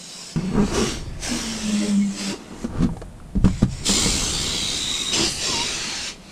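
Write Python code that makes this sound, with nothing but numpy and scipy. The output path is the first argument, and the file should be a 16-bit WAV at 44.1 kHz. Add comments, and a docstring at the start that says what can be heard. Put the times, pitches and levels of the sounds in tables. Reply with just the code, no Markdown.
"""Air hisses in surges through the necks of latex balloons: noise with two neck resonances, chopped by flaps.
A neck also drones and whistles: gliding harmonic tones. The balloons are sized in the holes of a plastic board.
Taut skins groan (slip pulses through a body filter), slide (filtered noise) and boom when bumped (decaying modes).
Clothes or a hand rustle and a pinched neck hisses thinly (both high, flickering noise).
The board ticks (short rings) and rumbles (low noise) as it is handled in a small, still room."""
import sys
import numpy as np
from scipy import signal
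from scipy.fft import rfft, irfft, next_fast_len
from scipy.io import wavfile
from scipy.ndimage import uniform_filter1d

SR = 44100
rng = np.random.default_rng(int(sys.argv[2]) if len(sys.argv) > 2 else 0)


def generate_wav(signal):
    """Clip the signal to [-1, 1] and save it as 16-bit WAV at the path in sys.argv[1]."""
    frames = np.transpose(np.atleast_2d(signal))
    scaled = np.clip(frames, -1, 1) * 32767
    pcm = np.round(scaled).astype(np.int16)
    wavfile.write(sys.argv[1], SR, pcm)


N = 278271
TIME = np.arange(N) / SR

# contact noise of skin and plastic: f/Hz, relative level/dB
SLAP_SPECTRUM = [(150, -4.5), (320, 5.5), (600, -5), (1200, -4), (2300, -15.5), (4500, -17.5), (7000, -21),
                 (10000, -27.5), (15000, -54)]


def amp(db):
    """Decibels to gain."""
    return 10 ** (np.asarray(db) / 20)


def unit(x):
    """Scales to rms 1."""
    return x / np.sqrt(np.mean(x ** 2) + 1e-20)


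def read(points, hz):
    """A table over frequency, interpolated on a log-frequency axis."""
    f, value = np.transpose(points)
    return np.interp(np.log(hz + 1), np.log(f + 1), value)


def follow(rows):
    """A gate open over a table's time span, then its columns at every sample."""
    s, *columns = np.transpose(rows)
    inside_s = np.minimum(TIME - s[0], s[-1] - TIME)
    gate = np.clip(inside_s / .012 + .5, 0, 1)
    return [gate] + [np.interp(TIME, s, c) for c in columns]


def colour(x, points):
    """Causal minimum-phase filter with the given spectrum."""
    log_gain = np.log(amp(read(points, abs(np.fft.fftfreq(8192, 1 / SR)))))
    taps = np.fft.ifft(np.exp(np.conj(signal.hilbert(log_gain)))).real
    return signal.oaconvolve(x, taps[:len(taps) // 2])[:len(x)]


def band(x, lo_hz, hi_hz):
    """The part of x between two frequencies."""
    size = next_fast_len(N)
    hz = np.fft.rfftfreq(size, 1 / SR)
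    return irfft(rfft(x, size) * ((hz >= lo_hz) & (hz < hi_hz)), size)[:N]


def wander(rate_hz):
    """Random line of rms 1 through rate_hz knots a second."""
    knots = rng.standard_normal(8192)
    return unit(np.interp(TIME * rate_hz, np.arange(len(knots)), knots))


def add(mix, s, sound):
    """Lays a sound into the mix at time s."""
    part = mix[round(s * SR):][:len(sound)]
    part += sound[:len(part)]


def swell(t, full_s, until_s, rise_s, release_s):
    """Attack, hold and release as a gain; both slopes are straight in dB."""
    knee_db = 20.5  # change within one rise or release time
    early = np.maximum(full_s - t, 0) / rise_s
    late = np.maximum(t - until_s, 0) / release_s
    return amp(-knee_db * (early + late))


def strokes(rows):
    """Gain of events that each swell to a peak and die away, summed in power."""
    gains = [amp(db) * swell(TIME, s, s, rise, release) for s, db, rise, release in rows]
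    return np.sqrt(sum(gain ** 2 for gain in gains))


def still_air():
    """Steady room noise with a fixed spectrum."""
    # room noise: f/Hz, relative level/dB per Hz
    air_spectrum = [(20, -16), (60, -28), (120, -17), (175, 3), (260, -7.5), (450, -14.5), (650, -11.5),
                    (1000, -19.5), (2000, -26.5), (6000, -33), (9500, -30), (12000, -40), (15500, -56)]
    # rms level/dB
    air_db = -45.5
    return amp(air_db) * unit(colour(rng.standard_normal(N), air_spectrum))


def room(x, wet_db):
    """Sparse random reflections that die at each frequency's own rate: the tail of a carpeted, curtained room."""
    # decay of the room: f/Hz, t60/s
    room_decay = [(100, 0.31), (500, 0.093), (3000, 0.15), (12000, 0.051)]
    taps = rng.standard_normal(SR // 2) * (rng.random(SR // 2) < .06)
    hz, t, z = signal.stft(taps, SR, nperseg=256)
    tail = signal.istft(z * amp(-60 * t / read(room_decay, hz)[:, None]), SR)[1]
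    pre_delay = np.zeros(SR // 250)
    tail = np.concatenate([pre_delay, tail / np.linalg.norm(tail)])
    return x + amp(wet_db) * signal.oaconvolve(x, tail)[:N]


def handling(trim_db=-1):
    """Low rumble of the board being held and shifted: noise swelling with each movement."""
    # shifts of the board: strongest t/s, level before trim/dB, rise/s, release/s
    shifts = [(.37, -35, 0.018, .3), (.57, -25.5, 0.12, 1.5), (1.08, -29.5, .1, 0.22),
              (2.81, -22.5, .2, 0.3), (3.37, -19, 0.025, 0.44), (4.1, -26.5, 1.37, 1.24),
              (4.33, -29, 0.25, .4), (5.22, -36, .3, 1.55)]
    # rumble: f/Hz, relative level/dB per Hz
    rumble_spectrum = [(8.8, -17), (15, 3.5), (43, 2.5), (108, -4.5), (145, -4), (160, -4), (210, -52),
                       (350, -120)]
    return amp(trim_db) * strokes(shifts) * unit(colour(rng.standard_normal(N), rumble_spectrum))


def slap(t, t60_s, rise_s=0.00062):
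    """A short burst of contact noise that builds as the surfaces meet."""
    noise = unit(colour(rng.standard_normal(len(t)), SLAP_SPECTRUM))
    return noise * amp(-60 * t / t60_s) * (1 - np.exp(-t / rise_s))


def ticks(ring_t60_s=0.02, snap_t60_s=0.032):
    """Fingers on the plastic board: one quickly dying ring and a snap of contact noise."""
    # ticks: t/s, ring level/dB, ring f/Hz, snap level/dB
    tick_rows = [(1.283, -21, 725, -32), (2.891, -26, 940, -47), (2.934, -28.5, 600, -44),
                 (2.968, -27.5, 776, -35), (3.016, -26, 450, -28.5), (3.023, -25.5, 650, -44),
                 (3.201, -37, 1330, -45), (3.479, -25, 1050, -22)]
    out, t = np.zeros(N), np.arange(SR // 5) / SR
    for s, db, hz, snap_db in tick_rows:
        ring = amp(db - 60 * t / ring_t60_s) * np.sin(2 * np.pi * hz * t)
        add(out, s, ring + amp(snap_db) * slap(t, snap_t60_s))
    return out


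def bumps(rise_s=0.0013, slap_t60_s=0.062):
    """A soft push rings the balloon's modes under a slap of the skin."""
    # bumps: t/s, ring level/dB, reference mode f/Hz, reference t60/s, slap level/dB
    bump_rows = [(0.36, -14.5, 157.7, 0.12, -27.5), (2.643, -15.5, 238, 0.049, -30.5),
                 (2.823, -25, 86, 0.092, -26), (2.834, -11, 168, 0.066, -25.5),
                 (2.846, -16.5, 229, 0.061, -40), (3.353, -18.5, 195.6, 0.11, -39),
                 (3.373, -22, 151.5, 0.14, -44), (3.443, -2, 95, 0.037, -19.5),
                 (3.455, -6.5, 190, 0.048, -29.5), (3.621, -17, 240.6, 0.084, -25),
                 (3.629, -5.5, 135.4, 0.055, -22), (3.892, -18.5, 200, 0.14, -18.5),
                 (4.06, -13.5, 192, 0.04, -22)]
    # balloon modes: ratio to reference f, relative level/dB, share of reference t60
    modes = [(.42, -9.5, 0.79), (1.001, 3, 1.46), (1.42, -3, 1.36), (2.05, -9, 0.84), (2.8, -32.5, .45),
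             (4.3, -28, 1.1)]
    out, t = np.zeros(N), np.arange(SR // 2) / SR
    for s, db, hz, t60, slap_db in bump_rows:
        ring = np.zeros(len(t))
        for ratio, mode_db, share in modes:
            ring += amp(mode_db - 60 * t / (t60 * share)) * np.sin(2 * np.pi * hz * ratio * t)
        push = 1 - np.exp(-t / rise_s)
        add(out, s, amp(db) * ring * push + amp(slap_db) * slap(t, slap_t60_s))
    return out


def flickering_noise(rows, spectrum, flicker_db):
    """Coloured noise that swells with each row while its level flickers at random."""
    flicker = amp(flicker_db * wander(260))
    return strokes(rows) * flicker * unit(colour(rng.standard_normal(N), spectrum))


def squeezes():
    """Balloons squeezed through holes: latex dragged over plastic catches and lets go."""
    # squeezes through a hole: strongest t/s, level/dB, rise/s, release/s
    squeeze_rows = [(.76, -26.5, 0.097, 0.1), (2.83, -34.5, 0.18, .08)]
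    return flickering_noise(squeeze_rows, SLAP_SPECTRUM, flicker_db=1.5)


def rustle_and_thin_hiss():
    """High noise: a faint rustle of clothes or a brushing hand, then a thin hiss of air from a pinched neck."""
    # the rustle, then the thin hiss: strongest t/s, level/dB, rise/s, release/s
    high_rows = [(2.99, -56, .35, 0.19), (5.305, -32.5, 0.11, 0.28)]
    # both: f/Hz, relative level/dB per Hz
    high_spectrum = [(2000, -28), (7000, -2), (9000, 2), (10500, -8), (12000, -16), (15000, -28)]
    return flickering_noise(high_rows, high_spectrum, flicker_db=1.0)


def slide(trim_db=-3, slips_per_s=600, smooth=0.093):
    """Skin sliding under the fingers: countless tiny random slips, over faint steady noise, drum on it."""
    # strokes: strongest t/s, level of the 280-750 Hz band before trim/dB, rise/s, release/s
    slide_rows = [(.37, -32, 0.012, 0.21), (.585, -23.5, 0.12, 0.22), (.785, -23.5, 0.18, 0.25),
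                  (1.33, -35.5, 0.3, 0.7), (2.6, -38.5, 1.5, 0.65), (2.75, -32.5, 0.087, 0.19),
                  (3.92, -28, 0.13, 1.63), (5.21, -22, 0.11, 0.078), (5.49, -32, 0.1, 0.66)]
    # skin: f/Hz, relative level/dB per Hz
    skin_spectrum = [(60, -27), (120, -13.5), (200, -1.5), (310, 2), (390, -0.5), (500, -8), (650, -12.5),
                     (1200, -12), (2000, -26), (4000, -47), (12000, -54)]
    slips = rng.standard_normal(N) * (rng.random(N) < slips_per_s / SR)
    skin = colour(slips + smooth * rng.standard_normal(N), skin_spectrum)
    pressure = amp(trim_db) * strokes(slide_rows)
    return pressure * skin / np.std(band(skin, 280, 750))


def groans(jitter=.08, uneven=0.049, scrape=0.037):
    """Latex sticks and slips on a hole's rim, faster and louder with pressure; each slip kicks the balloon."""
    # groans: start t/s, strongest t/s, end t/s, slip rate at strongest/Hz, level at strongest/dB,
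    # f above which the slips are soft/Hz
    groan_rows = [(.38, 0.462, .55, 186, -27, 250), (0.509, 0.561, 0.6, 86, -22, 2470),
                  (.568, 0.596, 0.66, 217, -17, 2470), (0.722, .785, 0.9, 370, -23, 4000),
                  (.8, 0.823, .85, 230, -23.5, 400), (1.278, 1.337, 1.42, 305, -29.5, 900),
                  (2.311, 2.327, 2.36, 335, -27, 1500), (2.781, 2.835, 2.85, 78, -16, 120),
                  (2.843, 2.886, 2.99, 165, -32, 200), (5.157, 5.208, 5.3, 336, -26.5, 3000)]
    # balloon body: f/Hz, relative level/dB
    body_spectrum = [(40, -14), (120, 12), (220, 5.5), (330, -3.5), (450, 1), (650, -21), (920, -15),
                     (1300, -18), (2000, -28), (5000, -48), (12000, -51)]
    fade_db, sag = 14.5, .1  # lighter pressure at both ends: quieter, and slower by this share
    out = np.zeros(N)
    for start, strongest, end, top_hz, db, soft_hz in groan_rows:
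        gate, ease = follow([(start, 1), (strongest, 0), (end, 1)])
        hz = top_hz * (1 - sag * ease ** 2)
        level_db = db - fade_db * ease ** 2
        turns = np.cumsum(hz * (1 + jitter * wander(220))) / SR
        pulses = np.diff(np.floor(turns), prepend=0) * (1 + uneven * rng.standard_normal(N))
        slips = pulses - hz / SR  # mean removed
        grit = scrape * np.exp(-4 * (turns % 1)) * rng.standard_normal(N)
        softened = signal.lfilter([1], [1, -np.exp(-2 * np.pi * soft_hz / SR)], slips + grit)
        body = colour(softened, body_spectrum)
        running_rms = np.sqrt(uniform_filter1d(body ** 2, size=1500) + 1e-14)
        out += gate * amp(level_db) * body / running_rms
    return out


def whistle(third_db=2, fifth_db=-2, jitter=0.0051, fade_db_per_octave=50):
    """A pinched neck: thin reedy odd harmonics; the overtones fade as pitch rises above each glide's lowest."""
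    # two whistles, each: t/s, pitch f/Hz, level of the fundamental/dB
    whistles = [
        [(1.99, 2176, -65), (2.025, 2190, -36.5), (2.06, 2160, -64)],
        [(5.47, 1074, -36), (5.51, 1042, -31.5), (5.55, 920, -32), (5.605, 925, -31), (5.635, 990.7, -33),
         (5.665, 1070, -47)],
    ]
    out = np.zeros(N)
    for rows in whistles:
        gate, hz, level_db = follow(rows)
        angle = 2 * np.pi * np.cumsum(hz * (1 + jitter * wander(400))) / SR
        fade_db = fade_db_per_octave * np.log2(hz / hz.min())
        tone = np.zeros(N)
        for k, db in [(1, 0), (3, third_db - fade_db), (5, fifth_db - fade_db)]:
            tone += amp(db) * np.sin(k * angle) / (1 + (k * hz / 5500) ** 8)
        out += gate * amp(level_db) * tone * (1 + 0.16 * wander(150))
    return out


def drone(rattle_trim_db=2, jitter=0.018, shimmer=1.0):
    """An emptying balloon's low, sinking tone; as the neck rattles, uneven swings add overtones and half lines."""
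    # drone: t/s, level/dB, neck rattle before trim/dB
    drone_rows = [(1.29, -31, -8), (1.342, -24.5, -29), (1.378, -34, -12), (1.564, -30.5, -19),
                  (1.61, -35.5, -22), (1.674, -22, -14.5), (1.77, -20.5, -19.5), (1.846, -24.5, -9),
                  (1.988, -16, -27), (2.092, -23.5, -47), (2.15, -37.5, -8), (2.282, -26, -13.5),
                  (2.33, -37, -4)]
    # overtones: multiple of the pitch, relative level/dB
    overtone_rows = [(1.5, -6), (2, -8), (2.499, -17.5), (2.9, -13), (4, -21), (5.001, -16)]
    from_hz, to_hz, glide_s = 244, 194.5, .38  # pitch sinks as the skin slackens
    gate, level_db, rattle_db = follow(drone_rows)
    age_s = np.maximum(TIME - drone_rows[0][0], 0)
    hz = to_hz + (from_hz - to_hz) * np.exp(-age_s / glide_s)
    angle = 2 * np.pi * np.cumsum(hz * (1 + jitter * wander(120))) / SR
    overtones = np.zeros(N)
    for k, db in overtone_rows:
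        overtones += amp(db) * np.cos(k * angle) * (1 + shimmer * wander(45.37))
    rattle = amp(rattle_db + rattle_trim_db)
    tone = np.cos(angle) * (1 + shimmer * rattle * wander(80)) + rattle * overtones
    return gate * amp(level_db) * np.sqrt(2) * tone


def flow(name, t):
    """One jet's surges: gains of hiss and rush, then neck resonance and lifts, set by the strongest surge."""
    # surges, from weak leaks to full blasts: jet, opened t/s, pinched t/s, rise/s, release/s,
    # hiss level at opening/dB, lower rush level at opening/dB,
    # neck resonance at opening f/Hz, its lift at opening/dB, upper lift/dB
    surges = [("A", 0.19, 0.32, 1.4, 0.12, -38, -48.5, 5300, 5.7, 1.8),
              ("A", 0.396, 0.63, 0.085, .3, -47, -46, 4600, 5.9, 0),
              ("A", .67, 0.704, 0.17, .05, -39, -44, 4600, 3, 1.8),
              ("A", 0.749, 0.91, .055, 0.15, -30, -34.5, 5800, 3.5, -2),
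              ("A", 1.08, 1.2, 0.11, .05, -56.5, -51.5, 4300, 0, 0),
              ("A", 1.2365, 1.897, 0.042, 0.13, -30, -35, 5800, 3.2, -1.6),
              ("A", 1.71, 2.13, 0.41, .1, -38.5, -48.5, 8500, 0, 10),
              ("A", 2.2, 2.31, .14, 0.082, -32, -37, 4900, 8.6, 5.2),
              ("A", 2.4, 2.57, 0.11, .1, -53, -52, 3900, 0, 2),
              ("A", 2.615, 2.64, .14, .08, -46, -48.5, 3500, -5, 2),
              ("A", 3.46, 3.56, 0.051, 0.13, -45.5, -47.5, 4600, 2, 4),
              ("A", 3.59, 3.615, .06, .07, -43.5, -46.5, 5100, 2.2, 4),
              ("A", 3.72, 3.85, 0.07, .03, -42.5, -48, 4600, 3, 4.6),
              ("B", 3.865, 5.12, .025, 0.02, -20.5, -34, 4450, 3, 7),
              ("C", 5.135, 5.265, 0.024, 0.15, -22, -30, 5000, 6.6, 6),
              ("C", 5.44, 6.09, 0.15, 0.067, -25, -32.5, 4860, 4.6, 5.5),
              ("C", 6.304, 6.35, 0.3, .1, -49, -49.5, 4400, 3.6, 5.4)]
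    settle_s, hiss_sag_db, rush_sag_db = 0.3, 6.5, 3  # pressure holds for a moment, then settles
    sink, sink_s = 0.17, 0.57  # the neck slackens: its resonance sinks by up to this share
    sharpen_db, sharpen_s = 14.5, 1.12  # and sharpens into an airy whistle if open this long
    hiss, rush, necks = [], [], []
    for jet_name, opened, pinched, rise, release, hiss_db, rush_db, hz, lift_db, upper_db in surges:
        if jet_name != name:
            continue
        age_s = np.clip(t - opened, 0, abs(pinched - opened))
        opening = swell(t, opened, pinched, rise, release)
        settled = 1 - np.exp(-(age_s / settle_s) ** 2)
        hiss.append(opening * amp(hiss_db - hiss_sag_db * settled))
        rush.append(opening * amp(rush_db - rush_sag_db * settled))
        neck_hz = hz * (1 - sink * (1 - np.exp(-age_s / sink_s)))
        neck_db = lift_db + sharpen_db * (age_s / sharpen_s) ** 3
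        necks.append([neck_hz, neck_db, np.full(len(t), upper_db)])
    power = np.square(hiss)[:, None] + 1e-30
    neck = (power * necks).sum(0) / power.sum(0)
    return np.linalg.norm(hiss, axis=0), np.linalg.norm(rush, axis=0), *neck


def jet(name, spectrum, flutter, width_hz=620, upper_width_hz=480, narrowing=0.66, patchy_db=2.5):
    """Turbulence shaped by the two resonances of the neck and chopped by its flapping."""
    upper_hz, flap_hz = 7470, 71.9  # upper neck resonance; mean flap rate
    hz, t, z = signal.stft(rng.standard_normal(N), SR, nperseg=1024, noverlap=768)
    hiss_gain, rush_gain, low_hz, low_db, high_db = flow(name, t)
    f = hz[:, None]
    width = width_hz / amp(narrowing * low_db)  # the stronger the resonance, the narrower
    low_lift_db = low_db / (1 + ((f - low_hz) / width) ** 2)
    high_lift_db = high_db / (1 + ((f - upper_hz) / upper_width_hz) ** 2)
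    patches = uniform_filter1d(rng.standard_normal(z.shape), size=6, axis=0)
    eddies = unit(uniform_filter1d(patches, size=24, axis=1))
    z = z * amp(read(spectrum, f) + low_lift_db + high_lift_db + patchy_db * eddies)
    low_share = 1 / (1 + (f / 2800) ** 6)
    hiss = signal.istft(z * (1 - low_share), nperseg=1024, noverlap=768)[1][:N]
    rush = signal.istft(z * low_share, nperseg=1024, noverlap=768)[1][:N]
    # running rms to 1: the resonances colour without adding power
    hiss = hiss / np.sqrt(uniform_filter1d(hiss ** 2, size=4000))
    rush = rush / np.sqrt(uniform_filter1d(rush ** 2, size=12000))
    flap_angle = 2 * np.pi * np.cumsum(flap_hz * (1 + 0.148 * wander(90))) / SR
    flaps = 1 + flutter * np.cos(flap_angle)
    return flaps * (hiss * np.interp(TIME, t, hiss_gain) + rush * np.interp(TIME, t, rush_gain))


def jets():
    """Three jets of air, each with its own colour and depth of flutter."""
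    # jet colours: f/Hz, relative level/dB per Hz
    jet_a, jet_b, jet_c = [(600, -11), (1000, -13), (1500, -13), (2000, -8.5), (2900, -6), (4000, -3.5),
                           (5500, -2), (7000, -3.5), (8000, -2.5), (9000, -10.5), (10000, -15),
                           (11000, -22), (13000, -25.5), (15500, -36)], [(600, -14.5), (1200, -8.5), (1650, -11), (2200, -3), (2700, -5),
                                          (3200, 0.5), (4500, -0.5), (6500, -1.5), (8200, -4.5),
                                          (9400, -7.5), (10200, -19), (11500, -22.5), (12600, -22),
                                          (15500, -25.5)], [(600, -7), (1150, -7), (1550, -5.5), (2400, 1),
                                                         (3400, 2.5), (4600, 3.5), (6000, 4), (8000, -4.5),
                                                         (9200, -5), (10000, -14), (12000, -22.5),
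                                                         (15500, -29)]
    return jet("A", jet_a, flutter=.1) + jet("B", jet_b, flutter=0.18) + jet("C", jet_c, flutter=0.065)


def scene():
    """Jets, skins and board over the still room, alike in both channels."""
    contacts = ticks() + bumps() + squeezes() + slide() + groans()
    small_sounds = contacts + rustle_and_thin_hiss() + whistle()
    close = still_air() + handling() + drone()  # without room tail
    mono = close + room(small_sounds, wet_db=-10.5) + room(jets(), wet_db=-12)
    return np.array([mono, mono])


def record(dry):
    """Smooth saturation rounds off the highest peaks; a linear-phase low-pass then limits the band."""
    edge_hz = 15480
    held = dry / (1 + (dry / .85) ** 6) ** (1 / 6)
    low_pass = signal.firwin(511, edge_hz, window=("kaiser", 9), fs=SR)
    return signal.oaconvolve(held, low_pass[None], "same")


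dry = scene()
out = record(dry)
generate_wav(out)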